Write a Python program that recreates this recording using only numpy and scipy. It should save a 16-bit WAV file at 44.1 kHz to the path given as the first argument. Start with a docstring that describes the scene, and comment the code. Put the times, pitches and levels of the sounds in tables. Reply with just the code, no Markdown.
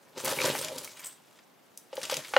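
"""A rustle of countless tiny contacts swells and falls, with dry ticks, small rings and low knocks, in a quiet room:
a hand digs into a cardboard box of small trinkets, lifts a handful and drops it on a table.
Random clicks excite decaying modes: those of many small pieces for the rustle, those of a thin wall for drumming
and knocks. Ticks are short bands of noise with rebounds; pings and a dangling charm are sums of dying modes.
Sparse decaying reflections make the room, and shaped noise its hush."""
import sys
import numpy as np
from scipy import signal
from scipy.fft import rfft, irfft
from scipy.io import wavfile
from scipy.ndimage import uniform_filter1d

SR = 44100
rng = np.random.default_rng(int(sys.argv[2]) if len(sys.argv) > 2 else 0)


def wrap_up_sound(samples):
    """Save the sound to the file named by the first command line argument, as 16-bit audio."""
    columns = np.atleast_2d(samples).T
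    # keep every value between -1 and 1, then stretch to whole-number steps
    tamed = np.clip(columns, -1, 1)
    steps = np.round(tamed * 32767).astype(np.int16)
    wavfile.write(sys.argv[1], SR, steps)


def makeup_ratio(level_db):
    """Linear amplitude ratio for a level in decibels (20 dB per factor of ten)."""
    decades = np.asarray(level_db, float) / 20
    return 10 ** decades


N = 105310  # length in samples

# modes of a thin wall: mode_hz, relative_level_db, t60_s
WALL_MODES = [(541, -0.5, 0.036), (855, 0, 0.022), (1140, 2, 0.0092), (1486, -1, 0.011),
              (1865, -1.5, 0.012), (2250, 0.5, 0.0059), (2810, 0, 0.016), (4000, 10, 0.019)]
REBOUND_GAP_S = 0.0055  # longest gap between the rebounds of a tick


def evened(x):
    """Normalization by signal power: rms 1."""
    return x / np.sqrt(np.mean(x ** 2) + 1e-20)


def smooth(x, size):
    """Low-pass smoothing by two moving averages in cascade."""
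    return uniform_filter1d(uniform_filter1d(x, size), size)


def steady(x, size=2205):
    """Envelope normalization: divides out the slow rms so that a control curve sets the level."""
    return x / np.sqrt(abs(smooth(x ** 2, size)) + 1e-12)


def read(points, hz):
    """Interpolation of a spectrum table along a logarithmic frequency axis."""
    table_hz, value = np.transpose(points)
    return np.interp(np.log(hz + 1), np.log(table_hz + 1), value)


def add(mix, start_s, sound):
    """Superposition: adds a sound to the mix from start_s on."""
    part = mix[round(start_s * SR):][:len(sound)]
    part += sound[:len(part)]


def ring(hz, t60, size=4000):
    """Free vibration of one damped mode: a sine that falls by 60 dB in t60 seconds."""
    t = np.arange(size) / SR
    decay = makeup_ratio(-60 * t / max(t60, .002))
    return decay * np.sin(2 * np.pi * min(hz, SR * .45) * t)


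def contacts(per_s):
    """Shot noise: impulses at random times and of random sign, a few large, with loudness in clumps."""
    spread_db, clump_db, clump_s = 2, 2, 0.0044
    clump = evened(smooth(rng.standard_normal(N), 1 + int(clump_s * SR)))
    excess = np.minimum(rng.exponential(1, N), 5)
    size = makeup_ratio(spread_db * excess + clump_db * clump)
    sign = np.sign(rng.standard_normal(N))
    return size * sign * (rng.random(N) < per_s / SR)


def stir(index):
    """Amplitude modulation: the gain over time that the stirring hand gives to one layer."""
    # stirring of the heap: time_s, rustle_level_db, drumming_level_db
    stirring = np.array([(0, -66.5, -72), (0.147, -65, -64.5), (0.176, -40, -43.5), (0.221, -45.5, -53),
                         (0.254, -36, -35.5), (0.297, -32, -43.5), (0.364, -40, -44), (.4, -36, -39.5),
                         (0.457, -28, -31), (.52, -36.5, -39.5), (.65, -40, -49), (0.721, -48, -43.5),
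                         (.82, -47, -54), (.94, -53.5, -65.5), (1.03, -47, -74), (1.1, -56, -69),
                         (1.2, -67, -83), (1.35, -63.5, -84), (1.5, -72.5, -95), (1.92, -66.5, -95),
                         (1.949, -53.5, -59.5), (2.035, -46, -53.5), (2.085, -47.5, -56.5),
                         (2.119, -34.5, -60), (2.188, -46.5, -43.5), (2.23, -48.5, -67),
                         (2.328, -48.5, -59.5), (2.39, -34.5, -61)])
    return makeup_ratio(np.interp(np.arange(N) / SR, stirring[:, 0], stirring[:, index]))


def air():
    """Stationary filtered noise: the hush of room and microphone, partly correlated left and right."""
    # spectrum of the hush: frequency_hz, relative_density_db
    hush = [(30, -2), (254, 10), (358, 8), (834, 7), (1180, 1.5), (9000, -14.5), (15300, -10.5),
            (16400, -31)]
    level_db, likeness = -61, 0.35
    frames, hz = N // 256 + 5, np.fft.rfftfreq(1024, 1 / SR)
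    a, b, c, d = rng.standard_normal((frames, 513, 4)).T
    left, other = a + 1j * b, c + 1j * d
    right = likeness * left + np.sqrt(1 - likeness ** 2) * other
    spectrum = np.array([left, right]) * makeup_ratio(read(hush, hz))[:, None]
    noise = signal.istft(spectrum, nperseg=1024, noverlap=768)[1][:, :N]
    return makeup_ratio(level_db) * evened(noise)


def room(x):
    """Reverberation: sparse reflections decay exponentially, each band at its own rate, partly alike in both ears."""
    # decay of the room: frequency_hz, t60_s
    decay = ((200, 0.13), (12000, 0.26))
    likeness = 0.91
    taps = np.zeros((2, SR // 2))
    at = np.arange(60, SR // 2 - 20, 20)
    at = at + rng.integers(0, 20, (2, len(at)))  # one reflection in every 20 samples
    np.put_along_axis(taps, at, rng.choice([-1., 1.], at.shape), 1)
    hz, t, bands = signal.stft(taps, SR, nperseg=256)
    bands = bands * makeup_ratio(-60 * t / read(decay, hz)[:, None])
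    common, side = signal.istft(bands, SR, nperseg=256)[1]
    tail = likeness * common + np.sqrt(1 - likeness ** 2) * side * np.array([[1], [-1]])
    return signal.fftconvolve(x[None], tail / np.linalg.norm(tail[0]), axes=1)[:, :N]


def board(centre_hz, drift):
    """Modal excitation of a thin wall: a blow wakes the modes near its centre; a small wall radiates little bass."""
    chance_db, blow_octaves, rise_cycles, low_hz = 1, 0.57, 0.22, 380
    modes = 0
    for hz, db, t60 in WALL_MODES:
        level_chance, pitch_chance = rng.standard_normal(2)
        excitation = np.exp(-.5 * (np.log2(hz / centre_hz) / blow_octaves) ** 2)
        level = makeup_ratio(db + chance_db * level_chance) * excitation
        modes = modes + level * ring(hz * (1 + drift * pitch_chance), t60)
    modes = modes * (1 - np.exp(-np.arange(len(modes)) / SR * centre_hz / rise_cycles))  # gradual onset
    return signal.sosfilt(signal.butter(4, low_hz, "highpass", fs=SR, output="sos"), modes)


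def drumming():
    """Random excitation of resonators: the shifting heap drums on differently tuned wall spots; the box rumbles."""
    # slow bending of the box: mode_hz, relative_level_db, t60_s
    bending = [(159, 0, 0.051), (281, 0, 0.062), (385, 9.5, 0.041)]
    scrapes_per_s, drum_hz, spot_drift, rumble_db = 420, 600, .1, -3
    hits = contacts(scrapes_per_s)
    spot = np.repeat(rng.integers(0, 8, N // 600 + 1), 600)[:N]  # a spot drawn every 600 samples
    wall = np.zeros(N)
    for k in range(8):
        soft_hits = uniform_filter1d(hits * (spot == k), size=24)
        wall += signal.oaconvolve(soft_hits, board(drum_hz, spot_drift))[:N]
    box = sum(makeup_ratio(db) * ring(hz, t60) for hz, db, t60 in bending)
    rumble = signal.oaconvolve(uniform_filter1d(hits, size=60), box)[:N]
    return stir(index=2) * (steady(wall) + makeup_ratio(rumble_db) * steady(rumble, size=4410))


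def knock(start_s, level_db, centre_hz):
    """Impact on a thin wall: one piece lands, and its hardness sets which modes sound, a thud or a clack."""
    return start_s, makeup_ratio(level_db) * board(centre_hz, drift=.015)


def jingle(start_s, level_db):
    """Modal superposition: a blow and a few rebounds ring all modes of one dangling charm."""
    # modes of the charm: mode_hz, relative_level_db, t60_s
    charm = [(7780, -6.5, 0.015), (8350, -3, 0.022), (7960, -17, 0.08), (9400, -2.5, 0.0035),
             (13500, -5.5, 0.0053)]
    when, size = rng.random((2, 5))
    delay_s = REBOUND_GAP_S / 2 * (np.cumsum(when) - when[0])
    blows = np.zeros(1000)
    blows[(delay_s * SR).astype(int)] = size - 1.5
    modes = sum(makeup_ratio(db) * ring(hz, t60, size=6000) for hz, db, t60 in charm)
    return start_s, makeup_ratio(level_db) * np.convolve(blows, modes)


def ping(start_s, level_db, ring_hz):
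    """Free vibration of a small metal piece: one mode, a close partner and the click of the blow."""
    partner_ratio, partner_db, click_db = 1.12, -9, 4.5
    t60 = 0.028 * np.sqrt(WALL_MODES[-1][0] / ring_hz)  # high rings die sooner
    main = ring(ring_hz, t60)
    partner = makeup_ratio(partner_db) * ring(partner_ratio * ring_hz, t60)
    click = makeup_ratio(click_db) * ring(ring_hz, t60 / 10)
    return start_s, makeup_ratio(level_db) * (main + partner + click)


def tick(start_s, level_db, centre_hz):
    """Repeated impact: a dry crack and three quick, weaker rebounds, its noise band set by the size of the piece."""
    t60_s, octaves, low_hz, rebound_db = 0.013, 0.9, 810, -9
    noise, chance = rng.standard_normal((4, 1024)), rng.random((2, 4))
    hz, t = np.fft.rfftfreq(1024, 1 / SR) + 1, np.arange(1024) / SR
    band = np.exp(-.5 * (np.log2(hz / centre_hz) / octaves) ** 2 - (low_hz / hz) ** 2)
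    noise = irfft(rfft(noise) * band)
    delay, loss = (np.cumsum(chance, axis=1) - chance[:, :1])[..., None]  # the first crack has neither
    since_s = t - REBOUND_GAP_S * delay
    decay_db = rebound_db * loss - 60 * since_s / t60_s
    onset = np.clip(since_s / 0.00013, 0, 1)
    cracks = evened(noise) * makeup_ratio(np.minimum(decay_db, 0)) * onset
    return start_s, makeup_ratio(level_db - 5) * cracks.sum(0)


def rustle():
    """Granular superposition: each tiny contact briefly rings some of many small pieces; now and then one clinks."""
    # spectrum of the rustle: frequency_hz, relative_density_db
    spectrum = [(530, -20), (900, 4.5), (2300, 2), (3310, 2), (8430, -0.5), (15100, -8), (16400, -26)]
    contacts_per_s, grain_cycles = 7700, 12
    clinks_per_s, clink_t60_s, clink_db = 400, .018, 12
    colour_db, colour_s = 3.5, .03
    hits, clinks, out = contacts(contacts_per_s), contacts(clinks_per_s), np.zeros(N)
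    pitches = np.geomspace(900, 16000, num=40) * rng.uniform(1.0, 1.03, 40)
    piece = rng.integers(0, 40, N) + rng.integers(-3, 4, (3, N))  # up to three neighbours a contact
    # other pieces come to the top: levels wander slowly, alike for neighbours
    colour = rng.standard_normal((40, N // 64 + 1))
    colour = uniform_filter1d(colour, int(colour_s * SR / 64), axis=1)
    colour = uniform_filter1d(colour, size=6, axis=0)
    colour = np.repeat(makeup_ratio(colour_db * evened(colour)), 64, axis=1)[:, :N]
    for k, hz in enumerate(pitches):
        grain = ring(hz, grain_cycles / hz, size=800)
        grain *= makeup_ratio(read(spectrum, hz)) * np.sqrt(hz) / np.linalg.norm(grain)  # bands widen with pitch
        clink = ring(hz, clink_t60_s, size=2000)
        clink *= makeup_ratio(clink_db) * np.linalg.norm(grain) / np.linalg.norm(clink)
        out += signal.oaconvolve(clinks * (piece[0] == k), clink)[:N]
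        out += signal.oaconvolve(hits * colour[k] * (piece == k).sum(0), grain)[:N]
    return stir(index=1) * steady(out)


def scene():
    """Superposition of direct sound, reverberation and hush: heap and single pieces, their room, its air."""
    # pieces clattering against each other: start_s, level_db, centre_hz
    clatter = [(0.2465, -19.5, 8900), (0.2545, -19, 7960), (0.2792, -16, 4430), (0.4499, -28, 3060),
               (0.5881, -20.5, 5350), (0.6304, -40, 8570), (0.6465, -20.5, 4760), (0.6835, -23.5, 3460),
               (0.7816, -24, 6000), (0.846, -26.5, 5500), (1.3887, -43, 1870), (1.7744, -29.5, 7400),
               (1.9295, -35.5, 2480), (1.9545, -35.5, 8540), (1.9689, -29, 2530), (2.0153, -28, 3400),
               (2.031, -23, 3720), (2.0527, -25, 4150), (2.0981, -18.5, 3420), (2.1124, -21.5, 4000),
               (2.1415, -20, 4040), (2.1685, -19, 4360), (2.2478, -30, 2250), (2.3375, -21, 1940)]
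    # pieces that ring when struck: start_s, level_db, ring_hz
    struck = [(.287, -36, 8000), (.303, -28, 9200), (.3885, -25.5, 2300), (.4035, -26, 2276),
              (.4174, -26, 2450), (.6145, -30, 8540), (.846, -36, 14800), (.876, -41.5, 2250),
              (.996, -48, 2320), (1.0045, -42, 14300)]
    # blows to the dangling charm: start_s, level_db
    charm_blows = [(1.045, -36), (1.058, -35.5), (1.067, -36.5), (1.0715, -39), (1.1223, -52)]
    # pieces landing on box floor or table: start_s, level_db, centre_hz (soft pieces low, hard ones high)
    landings = [(.179, -29.5, 550), (.277, -22.5, 850), (.324, -21, 540), (.481, -24.5, 600),
                (.552, -21.5, 1320), (.718, -32, 515), (1.9295, -28.5, 600), (1.978, -20.5, 526),
                (2.098, -24, 1210), (2.123, -19, 494), (2.3375, -18.5, 1030), (2.3615, -25, 1240),
                (2.3654, -6.5, 1640), (2.3665, -8, 600), (2.3682, -16, 1530)]
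    left_db, room_db = 0.45, -6.5
    near = rustle() + drumming()
    for rows, source in ((clatter, tick), (struck, ping), (charm_blows, jingle), (landings, knock)):
        for row in rows:
            add(near, *source(*row))
    direct = near * makeup_ratio(np.array([[left_db], [-left_db]]))
    return direct + makeup_ratio(room_db) * room(near) + air()


def roll_off(x):
    """The treble ends steeply here."""
    return signal.sosfilt(signal.butter(12, 16600, fs=SR, output="sos"), x)


def record(dry):
    """Band limitation: a small microphone takes little bass and nothing far above its top frequency."""
    low_hz, top_hz = 118.5, 16000
    thin = signal.sosfilt(signal.butter(4, low_hz, "highpass", fs=SR, output="sos"), dry)
    top_filter = signal.firwin(255, top_hz, window=("kaiser", 8), fs=SR)
    finished = signal.oaconvolve(thin, top_filter[None], "same")
    return roll_off(finished)


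dry = scene()
out = record(dry)
wrap_up_sound(out)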